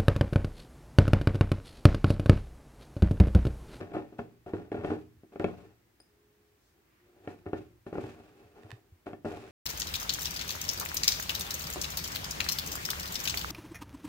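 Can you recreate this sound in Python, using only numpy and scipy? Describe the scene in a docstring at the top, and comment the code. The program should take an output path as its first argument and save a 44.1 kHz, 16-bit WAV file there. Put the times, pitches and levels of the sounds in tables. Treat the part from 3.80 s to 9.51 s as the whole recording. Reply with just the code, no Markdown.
"""Close to a phone in a small, still room, a glass bottle is turned by hand on a wooden table while
woollen yarn is wound on to it. First its base judders and knocks, ringing the table top, as wool and
fingers rustle on the glass; the table thumps softly and something snaps twice. In a pause the glass gives
one light tink, a faint far hum comes twice and loose yarn swishes through the fingers. Then the turning
resumes, with more knocks, thumps and snaps, and ends on a long pull of the yarn."""
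import sys
import numpy as np
from scipy import signal
from scipy.fft import rfft, irfft
from scipy.io import wavfile

SR = 44100
rng = np.random.default_rng(int(sys.argv[2]) if len(sys.argv) > 2 else 0)


def to_wav(sig):
    """Store sig (one row per channel, or 1-D mono) as 16-bit WAV at the path in sys.argv[1].

    Samples outside -1..1 are clipped; the rate is SR.
    """
    pcm = np.clip(np.atleast_2d(sig), -1, 1) * 32767
    pcm = np.round(pcm).astype(np.int16)
    wavfile.write(sys.argv[1], SR, pcm.T)  # frames by channels


N = 251802
T = np.arange(N) / SR
RING_TIME = T[:SR]  # one second for anything to ring out

# modes of the table top under the bottle: pitch_hz, t60_s, level_db, pan_db (left minus right)
TABLE_MODES = [(103.7, 0.079, -6.5, -4), (179, 0.057, -10, 14), (236, 0.16, -13.5, -3),
               (312, .095, -1.7, -1), (391, .085, 0, 2), (416.4, 0.041, 1, -1.5), (562, 0.043, -2.5, 7.5),
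               (699, 0.065, -3, 0), (761.6, 0.067, -10.5, 5.5), (1028, 0.035, -15.5, 19),
               (1202, 0.027, -10.5, 6), (1395, 0.026, -4.5, 1.5), (1648, 0.047, -14, 2),
               (1773, 0.068, -14.5, 10.5), (2187, 0.029, -13.5, 13.5), (2643, 0.024, -10.5, -12.5),
               (3230, 0.022, -17, -14)]
# long ring of the furniture and the room: pitch_hz, t60_s, level_db
BOOM_MODES = [(59.7, .35, -69), (118, 0.74, -24.5), (167, 0.72, -23.5), (205.6, .33, -41.5),
              (280, 0.4, -34), (312, .3, -19), (391, .28, -20), (600, 0.28, -23), (700, 0.27, -45),
              (825, 0.16, -38)]
# the base lands on the table: start_s, level_db, hardness_db (more is brighter)
LANDINGS = [(0.017, -26, -34), (0.118, -33, -8), (0.151, -24.5, -26), (0.166, -22, -13.5),
            (0.324, -39, -39), (0.391, -19.5, -18), (0.663, -32.5, -38), (0.735, -17, -43),
            (0.917, -24.5, -11.5), (0.944, -21, -35), (1.047, -25, 0.5), (1.104, -21.5, -11),
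            (1.117, -20.5, -31), (1.434, -40, -53), (1.522, -47, -11), (1.558, -33.5, -3.5),
            (1.598, -19.5, -16.5), (1.643, -22.5, 7.5), (3.475, -30, 0.5), (3.664, -27.5, -17),
            (3.732, -21.5, -10.5), (4.066, -30.5, -13.5), (4.127, -27.5, -22), (4.154, -26, -21),
            (4.182, -21, -20.5), (4.4, -42, -16), (5.267, -27, -9.5), (5.332, -32.5, 1), (5.447, -24, -19),
            (5.455, -20.5, -31.5)]


def undb(db):
    """Decibels to gain."""
    return 10 ** (np.asarray(db) / 20)


def unit(x):
    """Scale to rms 1."""
    return x / np.sqrt(np.mean(x ** 2))


def filt(x, hz, kind, order=2):
    """Butterworth filter."""
    return signal.sosfilt(signal.butter(order, hz, kind, fs=SR, output="sos"), x)


def along(points, hz):
    """Read (freq_hz, value) points on a log-frequency axis."""
    point_hz, value = np.transpose(points)
    return np.interp(np.log(hz + 1), np.log(point_hz), value)


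def colour(x, points):
    """Equalise x with a curve of (freq_hz, gain_db) points."""
    size = x.shape[-1]
    return irfft(rfft(x) * undb(along(points, np.fft.rfftfreq(size, 1 / SR))), size)


def fade(t60_s):
    """Exponential decay that loses 60 dB in t60_s."""
    return np.exp(-np.log(1000) * RING_TIME / t60_s)


def sides(pan_db):
    """Left and right gains; positive leans left."""
    return undb(np.array([[pan_db], [-pan_db]]) / 2)


def stereo(x, apart_hz):
    """Mix two unrelated signals: centred in the bass, wide in the treble."""
    side = filt(x[1], apart_hz, "high", order=1)
    return np.array([x[0] + side, x[0] - side])


def ring(modes):
    """Stereo response of damped modes to a sharp push."""
    return sum(undb(db) * fade(t60) * np.cos(2 * np.pi * hz * RING_TIME) * sides(pan[0] if pan else 0)
               for hz, t60, db, *pan in modes)


def play(force, response):
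    """Drive a response with a force."""
    return signal.fftconvolve(np.atleast_2d(force), np.atleast_2d(response), axes=1)[:, :N]


def pushes(events):
    """One impulse for each row that begins with start_s, level_db."""
    start_s, level_db = np.transpose(events)[:2]
    force = np.zeros(N)
    np.add.at(force, np.clip((start_s * SR).astype(int), 0, N - 1), undb(level_db))
    return force


def grains(per_s, spread_db):
    """Random tiny impacts of uneven size, rms 1."""
    impacts = (rng.random(N) < per_s / SR) * rng.choice([-1, 1], N)
    return unit(impacts * undb(spread_db * np.clip(rng.standard_normal(N), -2, 2)))


def room_air(level_db):
    """Still room air and microphone hiss: a steady bed of noise."""
    # spectrum of the air and hiss: freq_hz, gain_db
    air_curve = [(29, -44), (50, 7.5), (103, 3), (162, -2), (256, -2), (303, -1.5), (341, 4), (413, -5),
                 (525, -9.5), (1410, -13.5), (1790, -12), (3180, -19), (8710, -24), (10800, -25.5),
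                 (15500, -19.5)]
    air = colour(stereo(rng.standard_normal((2, N)), apart_hz=600), air_curve)
    return undb(level_db) * unit(filt(air, 35, "high", order=3))


def strokes(moves, attack_s, sag_db_per_s, release_db_per_s):
    """Each hand move takes hold, slackens and dies away; gives envelopes for judder and rubbing."""
    power = np.zeros((2, N))
    for start_s, length_s, judder_db, rub_db in moves:
        age = np.maximum(T - start_s, 0)
        drop_db = sag_db_per_s * age + release_db_per_s * np.maximum(age - length_s, 0)
        envelope = np.minimum(age / attack_s, 1) * undb(-drop_db)
        power += (undb([[judder_db], [rub_db]]) * envelope) ** 2
    return np.sqrt(power)


def catching(depth_db, rate_hz):
    """Uneven grip: a gain that wavers as the rubbing catches and lets go."""
    return undb(depth_db * unit(filt(rng.standard_normal(N), rate_hz, "low")))


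def winding():
    """The hand twists the bottle and pulls the yarn; gives how hard the base drags and the wool rubs."""
    # quick twists that roll the bottle on its base: start_s, length_s, judder_db, rub_db
    twist_moves = [(0.0, 0.0083, -34, -57), (0.13, 0.042, -35, -61), (0.38, 0.0074, -41.5, -61),
                   (0.66, 0.036, -45, -68), (0.735, 0.05, -41.5, -67), (0.913, 0.11, -38.5, -65.5),
                   (1.03, 0.1, -36, -59), (1.597, 0.086, -39, -64.5), (3.472, 0.045, -47, -63.5),
                   (3.655, 0.034, -44, -72), (3.726, 0.026, -40.5, -66), (4.06, 0.02, -47, -63.5),
                   (4.125, 0.12, -42, -63.5), (5.258, 0.023, -39.5, -61.5), (5.447, 0.093, -39.5, -57.5)]
    # slow pulls that tighten the yarn and drag the base a little: start_s, length_s, judder_db, rub_db
    pull_moves = [(0.02, 0.49, -54.5, -71.5), (0.74, 0.11, -50, -71), (1.11, 0.1, -70, -69.5),
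                  (1.51, 0.13, -51.5, -71), (1.66, 0.2, -53, -67), (2.94, 0.028, -68, -87),
                  (3.23, 0.2, -68, -82), (3.34, 0.092, -61, -79.5), (3.43, .15, -57.5, -71.5),
                  (3.76, 0.02, -55, -62), (4.19, .12, -48.5, -60), (4.36, 0.35, -56.5, -68.5),
                  (4.74, 0.18, -52, -68), (5.5, 0.59, -48, -58)]
    twists = strokes(twist_moves, attack_s=0.0061, sag_db_per_s=7.5, release_db_per_s=239)
    pulls = strokes(pull_moves, attack_s=0.023, sag_db_per_s=16, release_db_per_s=133)
    pulls *= catching(depth_db=1.5, rate_hz=15.4)
    return np.hypot(twists, pulls) * catching(depth_db=1.28, rate_hz=40)


def table_response(boom_db, lag_ms):
    """A downward push on the table: a woody clack and a weak long ring, reaching the left side first."""
    left, right = -filt(ring(TABLE_MODES) + undb(boom_db) * ring(BOOM_MODES), 20, "high")
    late_right = np.interp(RING_TIME - lag_ms / 1000, RING_TIME, right, left=0)
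    response = np.array([left, late_right])
    return response / np.abs(filt(response, 2730, "low")).max()


def judder(table, level_db, slips_per_s, soft_hz):
    """The knurled base catches and slips on the wood; each slip is a blunt push on the table."""
    slips = filt(grains(slips_per_s, spread_db=3), soft_hz, "low", order=1)
    table_gain = np.sqrt(np.sum(table ** 2) / 2)
    return undb(level_db) * filt(slips, 3800, "low") / table_gain


def wool(level_db, flicks_per_s):
    """Fibres flick over the glass and the fingers in a fine rustle."""
    # spectrum of wool rubbing on glass: freq_hz, gain_db
    rustle_curve = [(530, -47), (900, -14.5), (1060, 2), (1290, 0.5), (1450, 1), (2020, -4), (2630, 0.5),
                    (2860, -6.5), (8150, -18), (9980, -22), (15500, -27.5)]
    fibres = np.array([grains(flicks_per_s, spread_db=1.5) for _ in range(2)])
    rustle = unit(colour(stereo(fibres, apart_hz=1200), rustle_curve))
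    return undb(level_db) * rustle * sides(pan_db=-1.0)


def blow(hardness_db, soft_hz=700, scatter_db=2.0, detune=0.018, spread_ms=1.323):
    """One clack: each spot on the table favours other modes, and bending waves arrive slightly apart."""
    hz, t60, db, pan_db = np.transpose(TABLE_MODES)[:, :, None]
    level_draw, pitch_draw = rng.standard_normal((2, len(TABLE_MODES), 1))
    arrival_s = spread_ms / 1000 * rng.random(hz.shape) ** 2
    age = np.maximum(RING_TIME[:SR // 6] - arrival_s, 0)
    # a blunt push misses the high modes, a glass edge reaches them all
    reach = 1 / np.hypot(1, hz / soft_hz) + undb(hardness_db)
    envelopes = undb(db + scatter_db * level_draw) * reach * np.exp(-np.log(1000) * age / t60)
    modes = envelopes * np.sin(2 * np.pi * hz * (1 + detune * pitch_draw) * age)
    return -np.array([np.sum(modes * undb(side * pan_db / 2), axis=0) for side in (1, -1)])


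def knocks(clack_db, boom_db, harden_db, edge_hz, lag_ms):
    """The base drops on the wood: a clack that reaches the left side first, then a weak long ring."""
    clacks = np.zeros((2, N + SR))
    for start_s, level_db, hardness_db in LANDINGS:
        # a softer contact lasts longer, which rounds the attack
        cutoff_hz = np.clip(edge_hz * undb(hardness_db / 2), 500, SR / 4)
        clack = filt(undb(level_db) * blow(hardness_db + harden_db), cutoff_hz, "low")
        for channel, arrival_s in enumerate([start_s, start_s + lag_ms / 1000]):
            onset = int(arrival_s * SR)
            clacks[channel, onset:onset + clack.shape[1]] += clack[channel]
    clacks = filt(clacks[:, :N], 149.5, "high")  # the table radiates little deep bass
    boom = play(pushes(LANDINGS), -filt(ring(BOOM_MODES), 1400, "low"))
    return undb(clack_db) * clacks + undb(boom_db) * boom


def chatter(table, level_db, t60_s):
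    """After each landing the base skids a hair and rattles on the wood."""
    skid = play(pushes(LANDINGS), fade(t60_s))[0]
    return skid * judder(table, level_db, slips_per_s=900, soft_hz=790)


def thumps(gain_db, soft_hz, rise_s):
    """Each thump is one low, short swing of the table with a soft attack."""
    # soft low thumps of the table, some under the bottle's knocks, some on their own:
    # start_s, level_db, pitch_hz
    low_thumps = [(0.981, -31.5, 104), (1.084, -33, 96), (1.367, -51, 82.4), (3.476, -41.5, 116),
                  (3.663, -34.5, 91), (4.233, -31.5, 116), (4.645, -46, 97), (4.843, -41, 110),
                  (4.924, -35, 115), (5.119, -42.5, 88), (5.274, -43.5, 73.5)]
    envelope = fade(t60_s=0.09) * (1 - np.exp(-RING_TIME / rise_s))
    swings = sum(play(pushes([(start_s, db)]), envelope * np.sin(2 * np.pi * hz * RING_TIME))
                 for start_s, db, hz in low_thumps)
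    return undb(gain_db) * filt(filt(swings, soft_hz, "low"), 45, "high")


def snaps(top_hz):
    """Dry ticks off to the right that die within milliseconds."""
    # small dry snaps: start_s, level_db
    snap_hits = [(1.5972, -36), (1.6437, -36.5), (4.834, -47.5), (4.906, -36.5), (4.9164, -31.5)]
    # what a snap rings with: pitch_hz, t60_s, level_db
    snap_modes = [(1050, 0.0091, 7), (1780, 0.013, 12), (2500, 0.01, 5), (2880, 0.018, -5),
                  (3560, 0.02, -2), (4290, 0.018, -8.5), (7600, 0.013, -7), (12000, .002, -22)]
    tick = filt(ring(snap_modes), top_hz, "low", order=1)
    return play(pushes(snap_hits), tick / np.abs(tick).max()) * sides(pan_db=-10.5)


def tink(table, glass_db, table_db, roughness):
    """A light tap rings the glass wall and nudges the table; the gripping fingers roughen the ring."""
    # tap on the bare glass: start_s, level_db
    taps = [(2.2019, -53)]
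    # modes of the glass wall: pitch_hz, t60_s, level_db, pan_db
    glass_modes = [(5030, 0.09, -5, 8), (5010, .17, -7, 5), (5100, .2, -15.5, -19), (9250, 0.099, -8, -7),
                   (9300, .12, -10, 2)]
    grip = 1 + roughness * unit(filt(rng.standard_normal(SR), 170, "low"))
    return play(pushes(taps), undb(glass_db) * grip * ring(glass_modes) + undb(table_db) * table)


def far_hum(fade_s):
    """A faint, far, pure tone that comes twice, lower the second time."""
    # spells of hum: start_s, end_s, pitch_hz, level_db
    spells = [(2.267, 2.793, 417.4, -70), (3.185, 4.006, 353, -64)]
    hum = np.zeros(N)
    for start_s, end_s, pitch_hz, level_db in spells:
        envelope = np.clip(np.minimum(T - start_s, end_s - T) / fade_s, 0, 1)
        hum += undb(level_db) * envelope * np.sin(2 * np.pi * pitch_hz * T)
    return hum


def swishes(gain_db):
    """Loose yarn slides through the fingers with a soft narrow hiss."""
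    # draws of the yarn: middle_s, length_s, band_hz, level_db
    yarn_draws = [(2.69, .05, 4470, -83), (2.86, 0.13, 6300, -75.5), (3.18, 0.28, 2000, -72)]
    yarn = np.zeros((2, N))
    for middle_s, length_s, band_hz, level_db in yarn_draws:
        swell = np.exp(-(2 * (T - middle_s) / length_s) ** 2)
        hiss = unit(filt(rng.standard_normal((2, N)), [band_hz / 1.87, band_hz * 1.22], "band"))
        yarn += undb(level_db + gain_db) * swell * hiss
    return yarn


def room_echoes(x, wet_db, treble_db, build_s):
    """Diffuse echoes of a small room, lingering longest in the bass."""
    # decay of the room by band: centre_hz, t60_s
    band_decays = [(80, 0.71), (250, 0.41), (600, 0.26), (1500, 0.19), (4000, 0.23), (12000, 0.33)]
    centres_hz, t60s = np.transpose(band_decays)
    hz = np.fft.rfftfreq(SR, 1 / SR)
    spectrum = rfft(stereo(rng.standard_normal((2, SR)), apart_hz=450))
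    bands = [irfft(spectrum * along(np.c_[centres_hz, share], hz), SR) for share in np.eye(len(t60s))]
    tail = sum(band * fade(t60) for band, t60 in zip(bands, t60s))
    build_up = 1 - np.exp(-(RING_TIME / build_s) ** 2)
    tail = colour(tail, [(400, 0), (2000, treble_db)]) * build_up
    return play(x, tail * undb(wet_db) / np.sqrt(SR / 20))


def scene():
    """All contacts of the bottle, the wool and the room around them."""
    drag, rub = winding()
    table = table_response(boom_db=-8.0, lag_ms=0.14)
    base_force = drag * judder(table, level_db=0.86, slips_per_s=860, soft_hz=740)
    base_force += chatter(table, level_db=-12.0, t60_s=0.075)
    near = play(base_force, table) + rub * wool(level_db=1.5, flicks_per_s=2400)
    near += knocks(clack_db=-9.5, boom_db=-11, harden_db=-3.0, edge_hz=7100, lag_ms=0.12)
    near += snaps(top_hz=6000)
    near += tink(table, glass_db=-5, table_db=7, roughness=0.52)
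    near += swishes(gain_db=-1.5)
    echoes = room_echoes(near, wet_db=-4.5, treble_db=-1.5, build_s=0.007)
    # the thumps travel through the table, so they stay dry
    low_end = thumps(gain_db=4.0, soft_hz=302, rise_s=0.007)
    return near + echoes + low_end + room_air(level_db=-68) + far_hum(fade_s=0.045)


def record(dry):
    """The phone cuts the top treble steeply."""
    top_hz = 15800
    return signal.sosfilt(signal.ellip(10, .2, 70, top_hz, fs=SR, output="sos"), dry)


dry = scene()
out = record(dry)
to_wav(out)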